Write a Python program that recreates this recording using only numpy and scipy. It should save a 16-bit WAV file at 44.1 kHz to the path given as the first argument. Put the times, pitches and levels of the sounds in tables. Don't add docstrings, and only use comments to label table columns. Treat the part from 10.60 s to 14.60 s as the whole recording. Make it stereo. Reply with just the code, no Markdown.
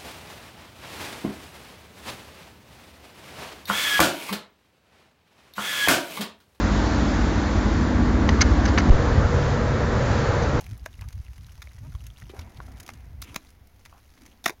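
import sys
import numpy as np
from scipy import signal
from scipy.fft import rfft, irfft
from scipy.io import wavfile
from scipy.ndimage import uniform_filter1d

SR = 44100
rng = np.random.default_rng(int(sys.argv[2]) if len(sys.argv) > 2 else 0)


def pcm_store(signal):
    levels = np.round(np.clip(np.atleast_2d(signal), -1, 1) * 32767)
    wavfile.write(sys.argv[1], SR, levels.astype(np.int16).T)


N = 176400

# t/s, level/dB
WIND_RIDE = [(0.0, -50.5), (0.14, -40.5), (0.2, -52.5), (0.23, -37.5), (0.26, -51.5), (0.37, -49),
             (0.47, -36), (0.51, -50), (0.57, -35), (0.63, -53.5), (0.69, -40.5), (0.76, -52), (0.79, -43),
             (0.89, -49.5), (1.45, -42), (1.61, -51.5), (1.64, -44.5), (1.76, -50.5), (1.79, -37.5),
             (1.94, -56), (1.98, -44), (2.21, -47.5), (2.24, -61.5), (2.35, -48), (2.62, -42), (2.67, -60),
             (2.71, -50), (2.83, -61.5), (3.02, -52), (3.04, -58), (4.0, -64)]
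# f/Hz, level/dB
WIND_EQ = [(20, -64), (32, -34.5), (45, -5.5), (58, -0.5), (90, -6.5), (130, -17), (200, -28.5), (400, -62),
           (1000, -57), (4000, -105)]
# t/s, left minus right/dB
WIND_PAN = [(0.0, -3), (0.05, 7), (0.13, -28), (0.38, 10.5), (2.08, -1), (2.12, 11), (2.46, -16),
            (2.77, -1.5), (4.0, 1)]
# t/s, half length/s, rocking rate/Hz, level/dB
BUFFETS = [(0.092, 0.016, 110.6, -40), (0.129, 0.014, 104.7, -28), (0.392, .009, 72, -30),
           (0.426, 0.0092, 74, -33), (0.567, 0.022, 68.3, -31), (0.602, 0.0058, 90.4, -30.5),
           (1.228, 0.018, 100, -36), (1.28, 0.022, 134.8, -38), (1.355, 0.0076, 68.6, -29),
           (1.638, 0.019, 116.4, -38.5), (1.79, .018, 75.3, -39), (1.992, 0.01, 87, -34.5),
           (2.706, 0.012, 95, -40)]
# f/Hz, level/dB
AIR_EQ = [(30, 18.5), (200, -8), (500, -3), (1500, -9.5), (3000, -11.5), (6500, -17), (8000, -26.5),
          (11000, -16.5), (16000, -16)]
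# f/Hz, left minus right/dB
MUD_PAN = [(100, -6), (280, 5.5), (550, -2.5), (1200, 4), (2500, 4), (5000, 8), (16000, 13)]
# f/Hz, left lead/rad
MUD_PHASE = [(100, -0.5), (500, 0.95), (1000, 1.1), (2700, 1), (4600, 1.68), (7000, 2), (11000, 1),
             (16000, 2.5)]
# t/s, level/dB
CHURN_RIDE = [(0.0, -60), (0.07, -62.5), (0.73, -74.5), (0.97, -71), (1.14, -70.5), (1.6, -69.5),
              (1.72, -62.5), (1.85, -55.5), (1.9, -58.5), (2.19, -56.5), (2.34, -60), (2.46, -64.5),
              (2.66, -63.5), (2.89, -67), (3.41, -73), (3.79, -67), (3.82, -72)]
# f/Hz, level/dB
CHURN_EQ = [(100, -22.5), (200, 9.5), (300, 5.5), (500, -4.5), (750, 1), (1100, -7), (1500, -8.5),
            (2200, -7), (3000, -25), (8000, -33)]
# t/s, level/dB
CRACKLE_RIDE = [(0.0, -49), (0.08, -56), (0.23, -61), (0.45, -58), (0.99, -58), (1.15, -59), (1.28, -60),
                (1.61, -57), (1.78, -62), (2.05, -59), (2.16, -57), (2.4, -62), (2.65, -78), (2.77, -60),
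                (2.88, -59), (3.02, -75), (3.24, -64), (3.5, -61.5), (3.65, -59), (3.82, -68.5)]
# f/Hz, level/dB
CRACKLE_EQ = [(300, -9.5), (1000, 3.5), (2200, 4.5), (3000, -0.5), (4300, -1), (6300, 2.5), (8000, -10),
              (10500, -3), (16000, -15.5)]
# t/s, half length/s, resonance f/Hz, level/dB
SQUELCHES = [(0.006, 0.043, 740, -54), (0.434, 0.019, 1200, -54.5), (1.262, 0.037, 250, -53),
             (1.702, 0.011, 2930, -52), (1.763, 0.024, 776, -49), (1.793, 0.043, 1480, -57),
             (1.812, 0.018, 3050, -55.5), (1.972, 0.0085, 3550, -54), (2.4, 0.12, 1840, -67.5),
             (2.678, 0.044, 2520, -53.5), (2.721, 0.088, 307, -54), (2.723, 0.069, 1240, -62.5),
             (3.356, 0.038, 1020, -59), (3.63, 0.082, 273, -58.5), (3.926, 0.015, 700, -52)]
# t/s, half length/s, flap rate/Hz, level/dB
FLUTTERS = [(1.253, 0.022, 304, -55.5), (1.767, 0.022, 215.8, -54)]
# t/s, f/Hz, level/dB
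POPS = [(0.066, 2280, -35.5), (0.262, 648, -32), (.342, 2800, -44), (.393, 2100, -40), (0.421, 2530, -38),
        (.422, 970, -41), (0.427, 1600, -46), (.476, 930, -50), (0.666, 2670, -42.5), (0.683, 1960, -46),
        (0.8458, 3960, -42), (.887, 1460, -49), (.983, 950, -54), (1.021, 2210, -35), (1.073, 2190, -37),
        (1.092, 3900, -45), (1.074, 605, -51), (1.115, 2050, -47.5), (1.182, 1920, -46.5),
        (1.324, 1420, -48.5), (1.3505, 1100, -39), (1.351, 3240, -41.5), (1.407, 2870, -40.5),
        (1.503, 3280, -39), (1.572, 3520, -40.5), (1.6202, 1460, -43), (1.622, 1920, -38),
        (1.656, 2880, -46), (1.696, 1160, -42.5), (1.698, 370, -39), (1.7367, 402, -35.5),
        (1.874, 960, -42), (2.0029, 1100, -32.5), (2.003, 1470, -33), (2.084, 730, -41), (3.327, 1100, -41),
        (3.328, 1500, -47), (3.347, 810, -50), (3.862, 234, -39.5), (3.896, 348, -33.5), (3.903, 414, -35),
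        (3.936, 880, -54)]
# t/s, hold/s, level/dB, tilt/(dB per octave)
SMACKS = [(0.01, 0.00082, -39.5, 4), (.0423, 0.00084, -47, 1.5), (0.064, 0.00091, -45.5, 8),
          (0.111, 0.0009, -44.5, -1.5), (0.177, 0.0014, -48.5, 8.5), (0.411, 0.0016, -42, 0),
          (0.4864, 0.0016, -44, 1.5), (0.527, .002, -46.5, -0.5), (0.758, 0.0075, -56, 0),
          (0.9196, 0.0011, -49.5, 0.5), (1.44, .001, -49, 2), (1.4658, 0.0031, -42.5, 2.5),
          (1.6, 0.00045, -46, 2), (1.811, 0.003, -50, 0), (2.2, 0.0055, -40, 1.5), (2.23, 0.0034, -47, 4),
          (2.264, 0.0013, -41.5, 1.5), (2.278, 0.00035, -39.5, -0.5), (2.3, 0.0047, -43.5, -3),
          (2.336, 0.0016, -46, 1), (2.618, 0.002, -33.5, 5), (2.629, 0.017, -48, 2),
          (2.904, 0.00086, -51, 3.5), (3.072, .0005, -51.5, 7), (3.252, 0.0018, -44, -1),
          (3.575, 0.0045, -54, -5), (3.662, 0.0029, -46.5, 0)]
# f/Hz, level/dB
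FILM_EQ = [(500, -7.5), (2000, 3.5), (4000, -0.5), (6500, 1.5), (8000, -9.5), (11000, -5.5), (16000, -12)]
# f/Hz, level/dB
SPRAY_EQ = [(1000, -21.5), (2600, -21.5), (3600, 11.5), (4300, 5.5), (5500, 8), (6800, 5), (7800, -9),
            (10000, -2), (16000, -4.5)]
# t/s, hold/s, thud level/dB, body level/dB, spray level/dB, trapped air f/Hz
SPLATS = [(0.2611, 0.0002, -38.5, -25.5, -33.5, 1450), (1.0195, 0.008, -62, -44, -43, 1300),
          (1.792, 0.0039, -46.5, -43.5, -41, 2050), (2.291, 0.00037, -33.5, -30, -38, 2110),
          (2.623, 0.0025, -49, -39.5, -34, 2200), (2.745, 0.0012, -45.5, -41, -36.5, 2120),
          (2.7593, 0.0012, -66, -35, -40, 2260), (2.7613, 0.00092, -28.5, -23, -23, 2200),
          (3.2594, 0.0027, -61, -45.5, -47, 1950), (3.8413, 0.0062, -47, -47.5, -36, 2360),
          (3.8594, 0.0038, -21.5, -16, -19.5, 1845), (3.868, 0.0072, -57, -40, -39, 1910),
          (3.878, 0.0072, -39.5, -32, -30.5, 1900), (3.8956, 0.0011, -38, -25.5, -31, 2080),
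          (3.9036, 0.0011, -38, -36, -35, 910)]

NARROW, WIDE = 0.15, 0.62


def amp(db):
    return 10 ** (np.asarray(db) / 20)


def unit_rms(x):
    return x / np.sqrt(np.mean(x ** 2, axis=-1, keepdims=True) + 1e-20)


def at_level(x, env, db):
    return amp(db) * unit_rms(x) * np.sqrt(np.mean(env ** 2))


def curve_at(points, hz):
    f, value = np.transpose(points)
    return np.interp(np.log(hz + 1), np.log(f + 1), value)


def ride(curve):
    return amp(np.interp(np.arange(N) / SR, *np.transpose(curve)))


def add(mix, start_s, sound):
    part = mix[:, max(round(start_s * SR), 0):][:, :sound.shape[-1]]
    part += sound[..., :part.shape[1]]


def eq(x, points, size=4096):
    log_gain = np.log(amp(curve_at(points, abs(np.fft.fftfreq(size, 1 / SR)))))
    taps = np.fft.ifft(np.exp(np.conj(signal.hilbert(log_gain)))).real[:size // 2]
    return signal.fftconvolve(x, taps[None], axes=1)[:, :x.shape[1]]


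def band(x, lo_hz, hi_hz):
    return signal.sosfilt(signal.butter(2, [lo_hz, hi_hz], "band", fs=SR, output="sos"), x)


def resonate(x, hz, width_hz):
    r = np.exp(-np.pi * width_hz / SR)
    return signal.lfilter([1, 0, -1], [1, -2 * r * np.cos(2 * np.pi * hz / SR), r * r], x)


def stereo_noise(count, width):
    mid, side = rng.standard_normal((2, count))
    return np.array([mid + width * side, mid - width * side])


def clicks(per_s, spread_db):
    size = amp(spread_db * np.minimum(rng.exponential(1, N), 4.5))
    return size * rng.choice([-1, 1], N) * (rng.random(N) < per_s / SR)


def grains(per_s, spread_db, decay_s):
    power = signal.lfilter([1], [1, -np.exp(-1 / (decay_s * SR))], clicks(per_s, spread_db) ** 2)
    return np.sqrt(power)


def contact(hold_s, decay_s, attack_s=0.00034, tail_db=-29, tail_s=0.0045):
    t = np.arange(SR // 16) / SR
    after = np.maximum(t - hold_s, 0)
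    release = np.exp(-after / decay_s) + amp(tail_db) * np.exp(-after / tail_s)
    return np.minimum(t / attack_s, 1) * release


def snap(count, db):
    return -amp(db) * (np.arange(count) == 0)


def open_air():
    return amp(-57.5) * unit_rms(eq(stereo_noise(N, width=0.97), AIR_EQ)) * amp([[1.5], [-1.5]])


def eddies():
    rumble = eq(rng.standard_normal((2, N + SR)), WIND_EQ, size=16384)
    power = uniform_filter1d(uniform_filter1d(rumble ** 2, size=2400), size=2400)
    return (rumble / np.sqrt(abs(power) + 1e-20))[:, SR:]


def buffet(peak_s, half_s, hz, db, wobble_depth=0.33):
    t = np.arange(peak_s - 3 * half_s, peak_s + 3 * half_s, 1 / SR)
    wobble = unit_rms(uniform_filter1d(rng.standard_normal((2, len(t))), size=130))
    turns = np.cumsum(hz * (1 + wobble_depth * wobble), axis=1) / SR
    swell = np.exp(-((t - peak_s) / half_s) ** 2)
    return t[0], amp(db) * swell * unit_rms(np.sin(2 * np.pi * turns))


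def wind():
    rumble = amp(6) * ride(WIND_RIDE) * eddies()
    for row in BUFFETS:
        add(rumble, *buffet(*row))
    sides = ride(WIND_PAN) ** np.array([[.5], [-.5]])
    return band(rumble, 32.7, 8000) * sides / np.sqrt(np.mean(sides ** 2, axis=0))


def bank_scatter(dry, wet_db=-18, t60_s=0.088):
    t = np.arange(SR // 3) / SR
    tail = band(stereo_noise(len(t), width=0.36), 125, 12400)
    tail *= amp(-60 * t / t60_s) * np.minimum(t / 0.0022, 1)
    wet = signal.fftconvolve(dry, tail / np.linalg.norm(tail[0]), axes=1)[:, :N]
    return dry + amp(wet_db) * wet


def pan_mud(mud):
    hz = np.fft.rfftfreq(N, 1 / SR)
    sides = amp(np.outer([.5, -.5], curve_at(MUD_PAN, hz)))
    phase = np.exp(1j * np.outer([.5, -.5], curve_at(MUD_PHASE, hz)))
    return irfft(rfft(mud) * phase * sides / sides.mean(0), N)


def pop(hz, attack_cycles=0.12, ring_cycles=3.03, glide=0.024, tick_db=-10, tick_cycles=2.1):
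    cycles = np.arange(SR // 16) / SR * hz
    attack = 1 - np.exp(-cycles / attack_cycles)
    env = attack * np.exp(-cycles / ring_cycles)
    turns = np.cumsum(hz * (1 + glide * np.tanh(cycles / ring_cycles - 1))) / SR
    tick = unit_rms(band(rng.standard_normal(len(env)), hz * 0.26, min(hz * 1.61, SR / 3)))
    tick *= attack * np.exp(-cycles / tick_cycles)
    return (env * np.sin(2 * np.pi * turns) + amp(tick_db) * tick) / env.max()


def bubbles(pitches_hz, per_s, spread_db, treble_lean=0):
    cloud = np.zeros(N)
    for hz in pitches_hz:
        triggers = clicks(per_s / len(pitches_hz), spread_db)
        cloud += signal.oaconvolve(triggers, pop(hz))[:N] * (hz / 1000) ** treble_lean
    return unit_rms(cloud)


def churn():
    rush = unit_rms(eq(stereo_noise(N, NARROW), CHURN_EQ))
    froth = bubbles(np.geomspace(330, 2600, 22), per_s=210, spread_db=8, treble_lean=0.22)
    return ride(CHURN_RIDE) * (amp(3.5) * rush + amp(-12) * froth)


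def crackle():
    films = grains(per_s=1300, spread_db=5.5, decay_s=0.0014) * stereo_noise(N, WIDE)
    pips = bubbles(np.geomspace(2800, 7000, 16), per_s=110, spread_db=3.5)
    return ride(CRACKLE_RIDE) * (amp(-2) * unit_rms(eq(films, CRACKLE_EQ)) + amp(-10) * pips)


def squelches(q=1.67, rise=0.0075, fizz_db=-9):
    out = np.zeros((2, N))
    sputter = grains(per_s=1400, spread_db=3.5, decay_s=0.002) * stereo_noise(N, NARROW)
    for peak_s, half_s, hz, db in SQUELCHES:
        start_s = max(peak_s - 2 * half_s, 0)
        drive = sputter[:, round(start_s * SR):round((peak_s + 2 * half_s) * SR)]
        from_peak = (start_s + np.arange(drive.shape[1]) / SR - peak_s) / half_s
        carrier = np.exp(2j * np.pi * np.cumsum(hz * (1 + rise * from_peak)) / SR)
        r = np.exp(-np.pi * hz / q / SR)
        ring = (carrier * signal.lfilter([1], [1, -2 * r, r * r], drive / carrier)).real
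        fizz = amp(fizz_db) * unit_rms(eq(drive, CRACKLE_EQ))
        add(out, start_s, amp(db) * np.exp(-from_peak ** 2) * (unit_rms(ring) + fizz))
    return out


def flutter(peak_s, half_s, hz, db, rise=0.08, jitter=0.035):
    t = np.arange(max(peak_s - 2 * half_s, 0), peak_s + 2 * half_s, 1 / SR)
    from_peak = (t - peak_s) / half_s
    waver = unit_rms(uniform_filter1d(rng.standard_normal(len(t)), size=150))
    flap_count = np.floor(np.cumsum(hz * (1 + rise * from_peak + jitter * waver)) / SR)
    pulses = np.diff(flap_count, prepend=0) * rng.uniform(0.43, 1, len(t))
    return t[0], amp(db) * np.exp(-from_peak ** 2) * unit_rms(band(pulses, 490, 1080))


def smack(hold_s, db, tilt_db_per_octave):
    env = contact(hold_s, decay_s=0.0028)
    tone = [(hz, film_db + tilt_db_per_octave * np.log2(hz)) for hz, film_db in FILM_EQ]
    tear = snap(len(env), db=10.5) + env * stereo_noise(len(env), WIDE)
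    return at_level(eq(tear, tone), env, db)


def first_touch(body_db, swell_s=0.0027):
    until_hit = np.arange(SR // 100)[::-1] / SR
    film = unit_rms(eq(stereo_noise(len(until_hit), WIDE), FILM_EQ))
    return amp(body_db - 12.5) * np.exp(-until_hit / swell_s) * film


def splat(hold_s, thud_db, body_db, spray_db, cavity_hz, body_band_hz=(896, 2620)):
    env = contact(hold_s, decay_s=0.0021)
    thud_env = contact(hold_s, decay_s=0.0023)
    spike = snap(len(env), db=19)
    push = spike + thud_env * stereo_noise(len(env), NARROW)
    hit = spike + env * stereo_noise(len(env), NARROW)
    drops = spike + env * stereo_noise(len(env), WIDE)
    knock = unit_rms(resonate(push, hz=700, width_hz=190))
    weight = amp(-7.5) * unit_rms(band(push, 124, 560))
    slap = unit_rms(band(band(hit, *body_band_hz), *body_band_hz))
    cavity = unit_rms(resonate(hit, cavity_hz, width_hz=230))
    thud = at_level(band(knock + weight, 84, 920), env, thud_db)
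    body = at_level(slap + cavity, env, body_db)
    spray = at_level(eq(drops, SPRAY_EQ), env, spray_db)
    return thud + body + spray


def scene():
    mud = churn() + crackle() + squelches()
    for cue_s, hold_s, thud_db, body_db, spray_db, cavity_hz in SPLATS:
        touch = first_touch(body_db)
        add(mud, cue_s - touch.shape[1] / SR, touch)
        add(mud, cue_s, splat(hold_s, thud_db, body_db, spray_db, cavity_hz))
    for row in FLUTTERS:
        add(mud, *flutter(*row))
    for cue_s, *row in SMACKS:
        add(mud, cue_s, smack(*row))
    for cue_s, hz, db in POPS:
        add(mud, cue_s, amp(db) * pop(hz))
    return pan_mud(bank_scatter(mud)) + wind() + open_air()


def record(dry):
    taps = signal.firwin(255, cutoff=16200, window=("kaiser", 9), fs=SR)
    return signal.oaconvolve(dry, taps[None], "same")


dry = scene()
out = record(dry)
pcm_store(out)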